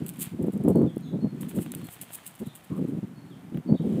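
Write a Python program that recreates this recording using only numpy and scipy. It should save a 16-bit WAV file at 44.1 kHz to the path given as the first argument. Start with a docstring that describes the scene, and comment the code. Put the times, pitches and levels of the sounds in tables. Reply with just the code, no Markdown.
"""A small dog scrambles up from paving stones, shakes its coat and rolls on a towel.
Its claws tap and skid on the stone, its ears slap, its fur rustles, and it huffs once at the towel.
Gusts of wind rumble and thump as swirling air hits the microphone.
Far off, a songbird repeats a short whistled phrase over a quiet outdoor background."""
import sys
import numpy as np
from scipy import signal
from scipy.fft import rfft, irfft
from scipy.io import wavfile
from scipy.ndimage import uniform_filter1d

SR = 44100
rng = np.random.default_rng(int(sys.argv[2]) if len(sys.argv) > 2 else 0)


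def inscribe(sig):
    """Save sig as 16-bit PCM at rate SR to the path in sys.argv[1].

    A 1-D sig is mono; a 2-D sig holds one channel per row.
    Samples are clipped to [-1, 1] before scaling.
    """
    pcm = np.round(np.clip(np.atleast_2d(sig).T, -1, 1) * 32767)
    wavfile.write(sys.argv[1], SR, pcm.astype(np.int16))


N = 176400
T = np.arange(N) / SR

# How strongly fur and towel rub as the dog moves. Each row: time in seconds, relative level in dB.
RUSTLE = [(.17,-60.5),(.25,-50),(.34,-63.5),(1.32,-67.5),(1.43,-59.5),(2.25,-58),(2.45,-62),(2.85,-63),(3.1,-68),(3.78,-67.5),(3.92,-58)]


def claws():
    """Claws tick on stone and kick sand loose; a skid is a shower of tiny ticks over a soft hiss."""
    # Claws landing. Each row: time in seconds, relative level in dB.
    taps = [(.064,-25),(.083,-25),(.091,-21.5),(.17,-39),(.426,-36),(.522,-41),(.577,-41),(.638,-37),(.702,-35),(.757,-35),(.962,-41),(.98,-38),(1.719,-22),(1.7495,-21),(1.869,-32),(2.265,-24),(2.352,-35)]
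    # Claws sliding. Each row: time of the peak in seconds, rise in seconds, relative level in dB.
    skids = [(0.097,0.03,-51.5),(.198,0.0055,-38.5),(0.225,0.012,-31),(.257,0.0084,-62),(.47,0.0086,-59),(.535,0.0064,-55),(0.685,0.0022,-45),(1.412,.004,-43),(1.495,.008,-46.5),(1.569,0.019,-47),(1.625,0.021,-44.5),(1.785,.02,-56),(1.847,0.0066,-52),(1.935,0.029,-46),(2.015,0.0026,-38),(2.148,0.021,-37),(2.272,0.013,-42.5),(2.392,0.0027,-50.5),(2.47,0.0083,-55),(2.555,0.0042,-44.5),(2.648,0.009,-58),(2.768,0.0074,-58.5),(2.89,0.013,-60)]
    # The tone of claw on stone. Each row: frequency in Hz, relative level in dB.
    claw_tone = [(600,-55.5),(2800,-6),(4200,-13),(5700,-17.5),(8400,3),(9800,-1.5),(11300,2.5),(12700,-2),(14700,-1)]
    tap_s, sand_per_s, grit_per_s = 0.0018, 86, 1400
    tap_level = sum(undb(db + 0.5) * swell(at, rise=.0001, fall=tap_s) for at, db in taps)
    ticks = tap_level * rng.standard_normal(N) / 2
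    grains = (rng.random(N) < sand_per_s / SR) * rng.standard_normal(N)
    kicks = sum(undb(db - 2) * swell(at, rise=tap_s, fall=0.032) for at, db in taps)
    sand = grains * (kicks + undb(curve(RUSTLE) + 16))  # the moving body stirs grains too
    sizes = undb(6 * np.minimum(rng.exponential(size=N), 2))
    grit = unit((rng.random(N) < grit_per_s / SR) * sizes * rng.choice([-1, 1], N))
    hiss = undb(-11.5) * rng.standard_normal(N)
    pressure = sum(undb(db + 2.5) * swell(at, rise, fall=0.015) for at, rise, db in skids)
    return colour(ticks + sand + pressure * (grit + hiss), claw_tone)


def ears_and_coat():
    """Ears and coat slap at each half turn of the shake and as the dog drops on the towel; fur swishes."""
    # The slaps. Each row: time in seconds, relative level in dB.
    flaps = [(1.4302, -36.5), (1.512, -43.5), (1.5859, -37.5), (1.6606, -39.5), (1.7367, -38),
             (1.8137, -45), (1.886, -37), (1.9634, -44.5), (2.032, -42), (2.104, -45), (2.1853, -46),
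             (3.5447, -47), (3.5718, -41)]
    # The tones of a slap and of rubbing fur. Each row: frequency in Hz, relative level in dB.
    slap_tone = [(150,7.5),(700,4),(1800,-4.5),(3300,-3),(5000,-31),(16000,-9)]
    fur_tone = [(300,-12),(900,1),(3200,3),(5500,-11),(8300,-4.5),(16000,-12.5)]
    lag_s, hair_spread = 0.0017, 0.82  # a wider spread of hair contact sizes crackles more
    slap_level = sum(undb(db + 2) * swell(at + lag_s, rise=0.001, fall=0.0026) for at, db in flaps)
    swings = sum(swell(at, rise=0.012, fall=0.012) for at, _ in flaps)
    contacts = rng.standard_normal(N) * np.exp(hair_spread * rng.standard_normal(N))
    fur_level = undb(curve(RUSTLE) + 2 * (swings + 0.5))
    return slap_level * noise(slap_tone) + fur_level * unit(colour(contacts, fur_tone))


def huff():
    """A soft puff of breath as the dog pushes its nose at the towel."""
    # The tone of the breath. 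Each row: frequency in Hz, relative level in dB.
    breath_tone = [(500,-40),(1100,10),(1350,2),(2200,-46)]
    return undb(-54.5) * swell(2.73, rise=0.028, fall=0.011, hold=0.054) * noise(breath_tone)


def wind():
    """Swirling air at the microphone comes in gusts, sputters, and sounds brighter as it grows."""
    # The gusts. Each row: start in seconds, length in seconds, relative level in dB.
    gusts = [(0.01,0.052,-27.5),(0.074,0.21,-37),(0.326,0.044,-29.5),(0.395,0.1,-23.5),(0.541,.21,-28),(0.655,0.065,-22),(0.755,0.11,-22.5),(0.86,0.05,-27),(.91,0.38,-38.5),(1.125,0.041,-26),(1.193,0.078,-28.5),(1.314,0.54,-35.5),(1.542,0.078,-26.5),(2.006,.025,-47),(2.413,.018,-23.5),(2.464,0.015,-30.5),(2.708,.29,-30.5),(2.743,0.11,-29.5),(3.033,0.014,-31.5),(3.076,0.425,-45),(3.527,0.072,-30),(3.663,0.1,-25.5),(3.801,0.22,-27.5)]
    # The tone of light wind, and what strong gusts add. Each row: frequency in Hz, relative level in dB.
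    breeze_tone = [(35,-65.5),(70,-18),(110,-10),(165,2),(260,-3),(400,-17.5),(620,-40),(2000,-80.5)]
    gust_tone = [(110,-47),(210,-8.5),(330,4),(480,-5),(700,-17),(1050,-29.5),(3000,-74)]
    power = sum((undb(db) * swell(at, rise=0.0078, fall=0.0077, hold=length)) ** 2
                for at, length, db in gusts)
    wind_db = 10 * np.log10(power + 1e-12)
    brightness = undb(wind_db + 17.5)  # the higher part grows faster than the wind itself
    sputter_db = 5.5 * np.tanh(2 * walk(hz=75) + .5)
    rumble = steady_noise(breeze_tone) + brightness * steady_noise(gust_tone)
    return undb(wind_db + sputter_db - 3) * rumble


def wind_thumps():
    """A single swirl of air thumps the microphone with a quick pull and push."""
    # The swirls. Each row: time in seconds, level in dB, pitch in Hz.
    swirls = [(0.484,-11,293),(.68,-5,332),(.762,-8.5,304),(.817,-8,343),(0.97,-13.5,290),(1.246,-8.5,233),(3.711,-10.5,196),(3.725,-2.5,210)]
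    fade_cycles = 0.4
    out = np.zeros(N)
    for at, db, hz in swirls:
        cycles = hz * (T - at)
        out += undb(db) * np.sin(2 * np.pi * cycles) * np.exp(-np.abs(cycles) / fade_cycles)
    return out


def bird():
    """A distant bird sings thin whistles, falling notes and warbles, softened by echo."""
    # Each row: start and length in seconds, first and last pitch in Hz, relative level in dB,
    # amount of warble from 0 to 1.
    notes = [(0.709,0.15,4310,4366,-70,0),(0.864,0.054,3800,3190,-60,.15),(1.013,.08,6650,6520,-71,0.05),(1.019,0.1,4360,3530,-62,0.7),(1.202,0.074,4244,4270,-61.5,0.06),(1.75,0.14,4300,4263,-67,.04),(2.439,0.097,4130,3490,-61.5,.7),(3.145,0.14,4340,4370,-69.5,0.08),(3.3,0.051,3880,3100,-62.5,0),(3.671,0.056,4390,4480,-60.5,0.26),(3.74,0.074,3690,3430,-60.5,0.69)]
    wobble_hz = 298 * walk(hz=183.2)
    song = np.zeros(N)
    for at, length, start_hz, end_hz, db, warble in notes:
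        progress = np.clip((T - at) / length, 0, 1)
        hz = end_hz + (start_hz - end_hz) * (1 - progress) ** 2 + warble * wobble_hz
        fade = np.sqrt(2 * np.abs(np.sin(np.pi * progress)))
        song += undb(db) * fade * np.sin(2 * np.pi * np.cumsum(hz) / SR)
    return song + undb(-1.5) * yard_echo(song)


def outdoor_air():
    """A quiet, steady hush lies behind everything."""
    # The tone of the background. Each row: frequency in Hz, relative level in dB.
    air_tone = [(20,-51),(59,-14),(150,1.5),(420,-13.5),(730,-12),(2100,-21),(3200,-31),(5200,-34),(8000,-35),(16000,-36.5)]
    return undb(-54) * noise(air_tone)


def yard_echo(x):
    """Walls and gardens scatter a sound back as a short, blurred echo."""
    echo_s = .4  # time to fade by 60 dB
    tail = rng.standard_normal(N) * np.exp(-np.log(1000) * T / echo_s) * (1 - np.exp(-T / .01))
    return signal.fftconvolve(x, tail / np.sqrt(np.sum(tail ** 2)))[:N]


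def undb(db):
    """Turn decibels into a number to multiply by."""
    return 10 ** (np.asarray(db) / 20)


def unit(x):
    """Scale a signal to an average power of 1."""
    return x / np.sqrt(np.mean(x ** 2))


def curve(rows):
    """Join (seconds, value) rows with straight lines."""
    return np.interp(T, *np.array(rows).T)


def colour(x, tone):
    """Filter a sound through (Hz, dB) points, keeping the power of white noise the same."""
    hz, db = np.array(tone).T
    bin_hz = np.arange(N + 1) * SR / (2 * N)
    gain = unit(undb(np.interp(np.log(bin_hz + 1), np.log(hz), db)))
    cepstrum = irfft(np.log(gain))
    cepstrum[1:N] *= 2  # folding this in half makes the filter ring after a tick, never before
    cepstrum[N + 1:] = 0
    return irfft(rfft(x, 2 * N) * np.exp(rfft(cepstrum)))[:N]


def noise(tone):
    """Noise with the given tone and an average power of 1."""
    return unit(colour(rng.standard_normal(N), tone))


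def steady_noise(tone):
    """Noise with its slow changes in loudness evened out."""
    x = noise(tone)
    return x / np.sqrt(uniform_filter1d(x ** 2, size=1000))


def walk(hz):
    """A random wander that heads for a new value about hz times a second."""
    step = max(int(SR / hz), 1)
    stairs = np.repeat(rng.standard_normal(N // step + 1), step)
    return unit(uniform_filter1d(stairs, step)[:N])


def swell(at, rise, fall, hold=0):
    """Rise smoothly to 1 at the given time, hold, then die away; all times are in seconds."""
    return np.exp(-(np.minimum(T - at, 0) / rise) ** 2 - np.maximum(T - at - hold, 0) / fall)


def scene():
    """The dog, its faint echo, wind, bird and background meet at one microphone."""
    dog = claws() + ears_and_coat() + huff()
    air = outdoor_air()
    return (dog + undb(-22.5) * yard_echo(dog) + wind() + wind_thumps() + bird() + air)[None]


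def record(dry):
    """Thin the deepest bass and cut the highest treble."""
    low_hz, top_hz = 80, 15500
    thin = signal.sosfilt(signal.butter(2, low_hz, "high", fs=SR, output="sos"), dry)
    return signal.sosfilt(signal.ellip(10, .2, 70, top_hz, fs=SR, output="sos"), thin)


dry = scene()
out = record(dry)
inscribe(out)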